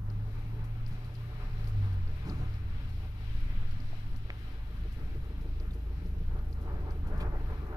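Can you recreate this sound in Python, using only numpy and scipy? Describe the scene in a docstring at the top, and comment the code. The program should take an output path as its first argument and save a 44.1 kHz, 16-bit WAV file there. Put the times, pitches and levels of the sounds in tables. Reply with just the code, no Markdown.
"""Inside a parked car in the rain, the four-cylinder engine idles and drops tick on the glass.
A bus rolls past through standing water: its hum climbs, water sloshes and wheels thump into a dip.
By 3 s the bus has slowed to idle, and by 5.4 s it has faded, while one cylinder of the car starts
to knock harder. From about 6 s a low rumble like thunder swells; near the end a splash hits the door
and a thin whine comes up. The left microphone faces the road and hears it all a little late."""
import sys
import numpy as np
from scipy import signal
from scipy.fft import rfft, irfft
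from scipy.io import wavfile
from scipy.ndimage import uniform_filter1d

SR = 44100
rng = np.random.default_rng(int(sys.argv[2]) if len(sys.argv) > 2 else 0)


def transcribe(u):
    """Save the signal u as a 16-bit wav file named by the first command-line argument.

    u: samples, shape (n,) or (channels, n), limited to [-1, 1]; the rate is SR.
    q: integer samples, one column per channel.
    """
    v = np.clip(np.atleast_2d(u).T, -1, 1)
    q = np.round(v * 32767).astype(np.int16)
    wavfile.write(sys.argv[1], SR, q)


N = 342216

# the bus engine: t/s, firing rate/Hz, level/dB
BUS_ENGINE = [(0, 104.9, -41.5), (.22, 106.5, -35), (.4, 112.3, -39), (.72, 113.2, -36),
              (.98, 117.9, -40.5), (1.25, 116.8, -37), (1.43, 118.2, -45), (1.6, 112.7, -35.5),
              (1.8, 102.6, -29.5), (2.1, 87.8, -31), (2.3, 79, -36.5), (2.5, 70.96, -33), (2.7, 63.6, -36),
              (3.02, 52.3, -40.5), (3.35, 53.5, -36.5), (3.8, 53.18, -38), (4.3, 52.9, -42.5),
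              (5, 53.5, -46), (5.4, 53, -58)]
# its tones: multiple of the firing rate, level/dB
BUS_TONES = [(1 / 2, -6), (0.99, 0), (3 / 2, -4.5), (2, -5)]
# how strongly the cabin booms with a low tone: f/Hz, level/dB
CABIN_BOOM = [(25, -27), (38, -11), (47, -2), (54, -16.5), (72, -5.5), (85, -7), (105, 1), (120, -2.5),
              (138, -17), (170, -26.5), (240, -30)]
def bus():
    """The bus hum climbs, sinks and fades; each tone swells at pitches where the cabin booms."""
    hz, level_db = curve(BUS_ENGINE)
    fade = np.clip((BUS_ENGINE[-1][0] - np.arange(N) / SR) / 0.38, 0, 1)
    levels_db = [level_db + db + over_hz(CABIN_BOOM, m * hz) for m, db in BUS_TONES]
    return fade * engine_tones(np.cumsum(hz) / SR, [m for m, _ in BUS_TONES], levels_db)


# how often the car's cylinders fire: t/s, firing rate/Hz
IDLE_RATE = [(0, 27.7), (1.3, 28.4), (2.8, 27.4), (3.5, 26.6), (4.4, 26.65), (6.4, 26.62), (7.76, 26.75)]
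# the tones at 1, 2 and 3 times that rate: t/s, first level/dB, second level/dB, third level/dB
IDLE_LEVELS = [(0, -36.5, -46, -60), (.5, -44.5, -54, -57), (1.1, -39, -61, -47.5), (1.6, -38.5, -42, -51),
               (2.2, -43.5, -44.5, -52.5), (3, -41, -42, -45), (3.5, -37.5, -39.5, -43),
               (3.9, -45.5, -47.5, -49), (4.6, -44.5, -41.5, -55), (5.2, -40.5, -40, -47),
               (5.9, -36.5, -38, -43), (6.9, -38.5, -39, -39), (7.76, -37.5, -40, -43)]
# moments when the lowest tone sinks: t/s
BEAT_DIPS = [-.2, 1.22, 2.16, 2.65, 3.2, 3.74, 4.49, 5.15, 5.88, 6.72, 7.75]
def idle():
    """The car's cylinders fire in turn, making three low tones and a knock; the lowest slowly beats."""
    hard_firing_s, knock_lead_s, beat_depth = 5.601, .006, .7
    hz = curve(IDLE_RATE)[0]
    firings = np.cumsum(hz) / SR
    firings -= firings[int(hard_firing_s * SR)]  # count from a firing of the hardest cylinder
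    knocks = knock(firings)
    first_db, *upper_db = curve(IDLE_LEVELS)
    beats = np.interp(np.arange(N) / SR, BEAT_DIPS, np.arange(len(BEAT_DIPS)))
    first_db += 20 * np.log10(1 - beat_depth * np.cos(2 * np.pi * beats))
    # the pressure peaks just after each knock
    return knocks + engine_tones(firings - hz * knock_lead_s, (1, 2, 3), [first_db, *upper_db])


# strength of the knock: t/s, level/dB
KNOCK_LEVEL = [(0, -58), (4, -52), (4.6, -43), (5.2, -37.5), (6.5, -37.5), (7.76, -40)]
# the four cylinders in turn, one harder than the rest: level/dB
CYLINDERS = [0, -13, -14, -6]
# the notes the dashboard rings at: f/Hz, width/Hz, level/dB
DASHBOARD_NOTES = [(455, 30, 0), (375, 30, -3), (338, 30, -3), (605, 14, -13)]
def knock(firings):
    """Each firing is a small blow that makes the dashboard ring."""
    count = np.floor(firings).astype(int)
    uneven_db = 1.2 * rng.standard_normal(N // 500)[count - count[0]]
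    size_db = np.array(CYLINDERS)[count % len(CYLINDERS)] + uneven_db
    blows = np.diff(count, prepend=count[0]) * undb(size_db + curve(KNOCK_LEVEL)[0])
    dashboard = np.zeros(SR // 4)
    for hz, width, db in DASHBOARD_NOTES:
        add(dashboard, 0, undb(db) * ring(hz, np.log(1000) / np.pi / width))
    return signal.fftconvolve(blows, soften(dashboard, .004))[:N]  # the engine mounts soften the blow


# drops on the glass: t/s, ring level/dB, splat level/dB, left minus right/dB
GLASS_DROPS = [(0.0478, -70, -76, 5), (0.1002, -47.5, -76, 15), (0.3094, -57, -82, 9.0),
               (0.3892, -65, -79, 6.5), (0.6392, -60, -65, 11), (0.8629, -44.5, -71, 15),
               (0.875, -64, -66, 11), (1.045, -51, -68, 11), (1.139, -62, -67, 11), (1.1518, -46, -78, 15),
               (1.6422, -47, -71, 16), (1.6721, -47, -62, 13), (1.926, -53, -70, 12),
               (2.0767, -51, -83, 11), (2.2494, -58, -71, 10), (2.2958, -40.5, -80, 18),
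               (2.4294, -65, -71, 1), (2.5396, -50, -74, 15), (2.8894, -60, -68, 11),
               (3.7093, -49, -71, 14), (3.8017, -48, -77, 17), (3.8891, -52, -75, 9.0),
               (4.133, -52, -75, 8.0), (4.1604, -49, -69, 16), (4.9212, -55, -66.5, 13),
               (5.2394, -64, -70, 7.5), (5.4094, -55, -69, 10), (5.5992, -46.5, -73, 16),
               (5.7069, -62, -70, 8), (5.7329, -53, -67, 12), (6.0594, -53, -71, 7), (6.3889, -52, -84, 12),
               (6.4822, -67, -73, 5.5), (6.5271, -48, -69, 14), (6.6089, -66, -68, 12),
               (6.9062, -50.5, -69, 15), (7.0683, -60, -63.5, 10), (7.1751, -55, -67, 11),
               (7.2035, -53, -67, 16)]
# the notes the window rings at: f/Hz, level/dB, ring time/s
GLASS_NOTES = [(4296, -8, .022), (4880, -5.5, .016), (5500, -8, .009), (3800, -13, .01)]
# the hiss of a splat: f/Hz, level/dB
SPLAT_COLOUR = [(1500, -30), (3000, -2), (5000, 1), (7500, -0.5), (12000, 1), (14500, 0)]
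def drops():
    """Each drop rings the window, in a mix of notes set by where it lands, and splats into a hiss."""
    small_drops, contact_s = 50, .0008
    out = np.zeros((2, N))
    t = np.arange(SR // 12) / SR
    colour = undb(over_hz(SPLAT_COLOUR, np.fft.rfftfreq(len(t), 1 / SR)))
    burst = soften(np.exp(-t / 0.019), 0.0025)
    patter = [(when * N / SR, -68 + 8 * ring_size, -80 + 8 * splat_size, 7.5)
              for when, ring_size, splat_size in rng.random((small_drops, 3))]
    for s, ring_db, splat_db, pan_db in [*GLASS_DROPS, *patter]:
        sides = undb(np.array([[pan_db], [-pan_db]]) / 2)
        for hz, note_db, ring_s in GLASS_NOTES:
            spot = rng.standard_normal()
            note = soften(ring(hz * (1 + 0.022 * spot), ring_s), contact_s)
            add(out, s, sides * undb(ring_db + note_db + 1.5 * spot) * note)
        hiss = irfft(colour * rfft(rng.standard_normal(len(t))), len(t))
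        add(out, s, sides * undb(splat_db) * hiss * burst / burst.max())
    return out


# heavier drops on the roof and trim: t/s, level/dB, f/Hz, ring time/s
ROOF_TAPS = [(3.93, -44.5, 678.4, 0.042), (4.2966, -38, 419.8, .02), (4.303, -19.5, 2200, 0.0035),
             (4.3044, -49, 910, 0.0075), (5.708, -45, 3650, 0.019)]
def roof_taps():
    """A heavy drop rings one note and adds a faint, dull rustle."""
    rustle_db, rustle_s = -24, .01
    out = np.zeros((2, N))
    t = np.arange(SR // 12) / SR
    dull = signal.butter(2, [400, 2500], "band", fs=SR, output="sos")
    soft_contact = np.hanning(11) / 5
    for s, db, hz, ring_s in ROOF_TAPS:
        rustle = signal.sosfilt(dull, rng.standard_normal((2, len(t))))
        add(out, s, undb(db + rustle_db) * rustle * np.exp(-t / rustle_s))
        add(out, s, -undb(db) * np.convolve(ring(hz, ring_s), soft_contact))
    return out


# jolts of the car body: t/s of the widest swing, level/dB
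JOLTS = [(0.131, -52), (.52, -46), (.9, -35.5), (1.56, -37.5), (1.8, -38), (2.06, -30.5), (2.45, -36),
         (2.72, -34.5), (3.38, -30.5), (3.641, -26.5), (3.89, -32), (4.13, -33), (4.52, -39), (5.08, -37.5),
         (5.9, -49), (6.27, -42), (6.74, -36.5), (7.11, -38.5), (7.38, -37)]
def shake():
    """The body rocks on its springs near half the firing rate, wider with each jolt."""
    rock_hz, rise_s, fall_s = 13.3, 0.074, 0.093
    angle = 2 * np.pi * np.cumsum(rock_hz + wander(3)[0]) / SR
    size = swells([(s, db, fall_s) for s, db in JOLTS], floor_db=-59, rise=rise_s / fall_s)
    return np.sqrt(2) * size * np.sin(angle)


# the thumps: t/s, level/dB, length/s
THUMPS = [(.9, -45.5, 0.073), (2.25, -38, 0.11), (2.36, -44, 0.11)]
# the pitches in a thump: f/Hz, level/dB
THUMP_BANDS = [(144, 7), (185, 1.5), (250, -23), (287, -3.5), (425, -11)]
def wheel_thumps():
    """Wheels drop into a dip with short, low thuds."""
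    return noise_bursts(THUMPS, THUMP_BANDS)


# the splash: t/s, level/dB, length/s
SPLASH = [(7.198, -50, 0.033)]
# the pitches in it: f/Hz, level/dB
SPLASH_BANDS = [(2440, 4), (3270, -1), (1510, -5), (4600, -16)]
def splash():
    """Water hits the door in one short, bright burst."""
    return noise_bursts(SPLASH, SPLASH_BANDS)


# the steady rush under the swells: t/s, level/dB, extra bass/dB
RUMBLE_BED = [(0, -60.5, 0), (1.8, -59, -1.5), (2.6, -61.5, -4.5), (4.2, -61, -8), (5.2, -62, -3),
              (6.2, -62, -2), (6.5, -61.5, 1), (6.75, -56, 4), (7, -56.5, 0.5), (7.3, -55.5, -2),
              (7.76, -51.5, 1.5)]
# its mix of low and high: f/Hz, level/dB
RUMBLE_COLOUR = [(120, -24), (200, -10), (450, 2.5), (740, -1.5), (1200, -6.5), (1700, -14), (2200, -25),
                 (3000, -34.5), (4000, -74)]
# water sloshing from the wheels: t/s of the crest, level/dB, fall time/s
SLOSHES = [(.1, -58.5, 0.091), (.6, -60, 0.024), (.93, -58, .06), (1.42, -54, 0.046), (1.58, -63, 0.051),
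           (1.86, -53.5, .07), (2.27, -54, 0.26), (2.77, -58.5, 0.053), (3.62, -62, 0.053)]
# the thunder-like rolls at the end: t/s of the crest, level/dB, fall time/s
ROLLS = [(6.363, -59, 0.1), (6.57, -56, 0.033), (6.705, -51.5, 0.077), (6.886, -50.5, 0.05),
         (7.13, -48.5, 0.11), (7.24, -50, 0.1), (7.346, -52.5, 0.058), (7.517, -50.5, 0.054),
         (7.746, -48.5, 0.089)]
def rumble():
    """A rough, low rush that surges with each slosh and roll."""
    bed_db, bass_db = curve(RUMBLE_BED)
    rough = wash(RUMBLE_COLOUR, 698, 1530, flicker_db=1.87, flicker_hz=24)
    bass = signal.sosfiltfilt(signal.butter(2, 500, "low", fs=SR, output="sos"), rough)
    rush = signal.sosfiltfilt(signal.butter(2, 500, "high", fs=SR, output="sos"), rough)
    return swells(SLOSHES + ROLLS, bed_db) * (rush + undb(bass_db) * bass)


# strength of the spray: t/s, level/dB
SPRAY_LEVEL = [(0, -72.5), (.3, -67.5), (.9, -65), (1.3, -63), (1.85, -63), (2.05, -65.5), (2.3, -64),
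               (2.75, -63.5), (3.07, -64.5), (3.6, -62), (3.85, -65), (4.2, -64), (5.77, -68.5),
               (6.25, -69.5), (7.2, -68.5), (7.76, -68.5)]
# its mix of low and high: f/Hz, level/dB
SPRAY_COLOUR = [(900, -3.5), (1400, 0), (2300, 0), (3000, -4), (4000, -8.5), (5600, -15), (6500, -25),
                (9000, -24.5)]
def spray():
    """Fine spray hisses off the tyres, lifting with each slosh; later it is rain on the road."""
    bed_db = curve(RUMBLE_BED)[0]
    surge = (swells(SLOSHES, bed_db) / undb(bed_db)) ** 0.25  # a quarter of each slosh's rise in dB
    hiss = wash(SPRAY_COLOUR, 1676, 4330, flicker_db=1.4, flicker_hz=12)
    return surge * undb(curve(SPRAY_LEVEL)[0]) * hiss


# strength of the drone: t/s, level/dB
DRONE_LEVEL = [(0, -51), (.32, -52), (1.2, -55), (1.8, -49.5), (2.33, -51.5), (3.05, -51.5), (3.9, -52.5),
               (4.56, -53), (5.1, -52.5), (7.2, -46), (7.76, -50)]
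# its mix of low and high: f/Hz, level/dB
DRONE_COLOUR = [(5, -10.5), (20, -4.5), (41, -12), (70, -7), (100, -13.5), (145, -14), (222, -21.5),
                (290, -25), (400, -41), (600, -40.5), (1000, -48), (1500, -81)]
def drone():
    """Exhaust and road noise fill the cabin with a deep drone."""
    return undb(curve(DRONE_LEVEL)[0]) * wash(DRONE_COLOUR, 133.6, 300, flicker_db=1.66, flicker_hz=9.9)


# the rain's mix of low and high: f/Hz, level/dB
RAIN_COLOUR = [(2940, -29), (5000, -6), (6260, -6), (8040, -13), (12400, 0.5), (13700, -2), (14300, -3)]
def rain():
    """Steady rain makes a faint, high hiss."""
    return undb(-78.5) * wash(RAIN_COLOUR, 6000, 14900, flicker_db=1.1, flicker_hz=16, bands=2)


# strength of the whine: t/s, level/dB
WHINE_LEVEL = [(0, -110), (.35, -100), (.5, -88), (.7, -105), (7.15, -110), (7.35, -82), (7.76, -82)]
def whine():
    """A thin, very high tone, louder on the right."""
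    tone = np.sqrt(2) * np.sin(2 * np.pi * 14000 * np.arange(N) / SR)
    return undb(curve(WHINE_LEVEL)[0]) * tone * np.array([[.4], [1.6]])


# narrow dips and peaks of the cabin: f/Hz, width/Hz, level/dB
CABIN_DIPS = [(514.3, 61, -15.5), (663.6, 56, -16.5), (813, 29, -14.5), (961, 40, -10), (218, 12, -10.5),
              (1096, 38, -8), (2960, 180, 0), (3660, 45, -1), (4030, 220, 5.5), (4500, 74, 1.5),
              (4780, 50, 4.5)]
# how much louder the road side is: f/Hz, left minus right/dB
LEFT_LEAN = [(60, 0.5), (110, 0), (200, -0.5), (370, -1), (680, -0.5), (1240, 3), (2270, 7.5), (4170, 6.0),
             (7630, 8.5), (14000, 3.5)]
def cabin(x):
    """The cabin swallows some pitches and lifts others; the treble leans to the left."""
    edge = SR // 4  # mirrored ends keep the finish from leaking into the start
    x = np.pad(x, ((0, 0), (edge, edge)), "reflect", reflect_type="odd")
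    x *= signal.windows.tukey(N + 2 * edge, edge / N)
    hz = np.fft.rfftfreq(x.shape[1], 1 / SR)
    dips_db = sum(db / (1 + (2 * (hz - f) / width) ** 2) for f, width, db in CABIN_DIPS)
    lean_db = over_hz(LEFT_LEAN, hz) * np.array([[1], [-1]]) / 2
    return irfft(rfft(x) * undb(dips_db + lean_db), x.shape[1])[:, edge:-edge]


# how alike left and right are: f/Hz, likeness (1 = the same)
LIKENESS = [(20, 0.97), (180, 0.98), (350, 0.86), (700, 1), (1400, 0.43), (2800, 0.11), (5600, 0.031),
            (14000, 0.045)]
def wash(colour, lo_hz, hi_hz, flicker_db, flicker_hz, bands=4):
    """Stereo noise, scaled by its strength between lo_hz and hi_hz, in bands that flicker."""
    hz = np.fft.rfftfreq(N, 1 / SR)
    alike = np.clip(over_hz(LIKENESS, hz), 0, 1)
    shared = rfft(rng.standard_normal(N)) * np.sqrt((1 + alike) / 2)
    apart = rfft(rng.standard_normal(N)) * np.sqrt((1 - alike) / 2)
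    spectrum = np.array([shared + apart, shared - apart]) * undb(over_hz(colour, hz))
    in_range = spectrum[:, (hz > lo_hz) & (hz < hi_hz)].mean(axis=0)
    spectrum /= np.sqrt(2 * np.sum(np.abs(in_range) ** 2)) / N
    place = np.clip((bands - 1) * np.log((hz + 1) / lo_hz) / np.log(hi_hz / lo_hz), 0, bands - 1)
    flicker = undb(flicker_db * (wander(flicker_hz, bands) + wander(flicker_hz)) / np.sqrt(2))
    return sum(flicker[k] * irfft(spectrum * np.clip(1 - abs(place - k), 0, 1), N) for k in range(bands))


def engine_tones(firings, multiples, levels_db, waver_db=0.8):
    """Pure tones at multiples of the firing rate, each wavering a little in level."""
    return sum(np.sqrt(2) * undb(db + waver_db * waver) * np.cos(2 * np.pi * m * firings)
               for m, db, waver in zip(multiples, levels_db, wander(11, len(multiples))))


def noise_bursts(events, bands):
    """Narrow bands of noise that swell quickly and die away."""
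    out = np.zeros(N)
    for s, db, length_s in events:
        age = np.arange(SR // 2) / SR / length_s
        for hz, band_db in bands:
            narrow = signal.butter(1, [hz / 1.03, hz * 1.03], "band", fs=SR, output="sos")
            noise = signal.sosfilt(narrow, rng.standard_normal(len(age)))
            add(out, s, undb(db + band_db) * noise / noise.std() * 4 * age * np.exp(-3 * age))
    return out


def swells(crests, floor_db, rise=0.42):
    """A base level with smooth swells on top; rise is a share of the fall time."""
    t = np.arange(N) / SR
    power = undb(2 * floor_db) * np.ones(N)
    for s, db, fall_s in crests:
        power += undb(2 * db) * np.exp(-((t - s) / np.where(t < s, rise * fall_s, fall_s)) ** 2)
    return np.sqrt(power)


def ring(hz, ring_s):
    """A pure tone that dies away by 60 dB in ring_s."""
    t = np.arange(int(ring_s * SR) + 8) / SR
    return np.sin(2 * np.pi * hz * t) * 10 ** (-3 * t / ring_s)


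def soften(x, rise_s):
    """Ease in the start of a sound."""
    return x * (1 - np.exp(-np.arange(len(x)) / SR / rise_s))


def wander(rate_hz, count=1):
    """Smooth random curves that stray about 1 either side of zero."""
    step = int(SR / rate_hz)
    held = np.repeat(rng.standard_normal((count, N // step + 1)), step, axis=1)[:, :N]
    return 1.495 * uniform_filter1d(uniform_filter1d(held, step, axis=1), step, axis=1)


def undb(db):
    """Turn decibels into a multiplier."""
    return 10 ** (np.asarray(db) / 20)


def curve(table):
    """Join the points of a time table, giving each column one value a sample."""
    s, *columns = np.transpose(table)
    return [np.interp(np.arange(N) / SR, s, c) for c in columns]


def over_hz(table, hz):
    """Read between the points of a frequency table, with octaves evenly spaced."""
    f, values = np.transpose(table)
    return np.interp(np.log(hz + 1), np.log(f + 1), values)


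def add(out, s, x):
    """Mix in a short sound, starting at s seconds."""
    i = int(s * SR)
    out[..., i:i + x.shape[-1]] += x[..., :N - i]


def scene():
    """Engines, road and water pass through the cabin; drops, taps and the whine are heard directly."""
    background = drone() + spray() + rumble() + rain()
    vehicles = bus() + idle() + shake() + wheel_thumps() + splash()
    return cabin(vehicles + background) + drops() + roof_taps() + whine()


def record(dry):
    """The left microphone hears everything a little later; the very top of the treble is cut."""
    lag_samples, top_hz = 8, 14300
    left = np.pad(dry[0], (lag_samples, 0), "edge")[:N]
    cut = signal.ellip(10, .2, 60, top_hz, fs=SR, output="sos")
    return np.array([signal.sosfilt(cut, x, zi=signal.sosfilt_zi(cut) * x[0])[0] for x in (left, dry[1])])


dry = scene()
out = record(dry)
transcribe(out)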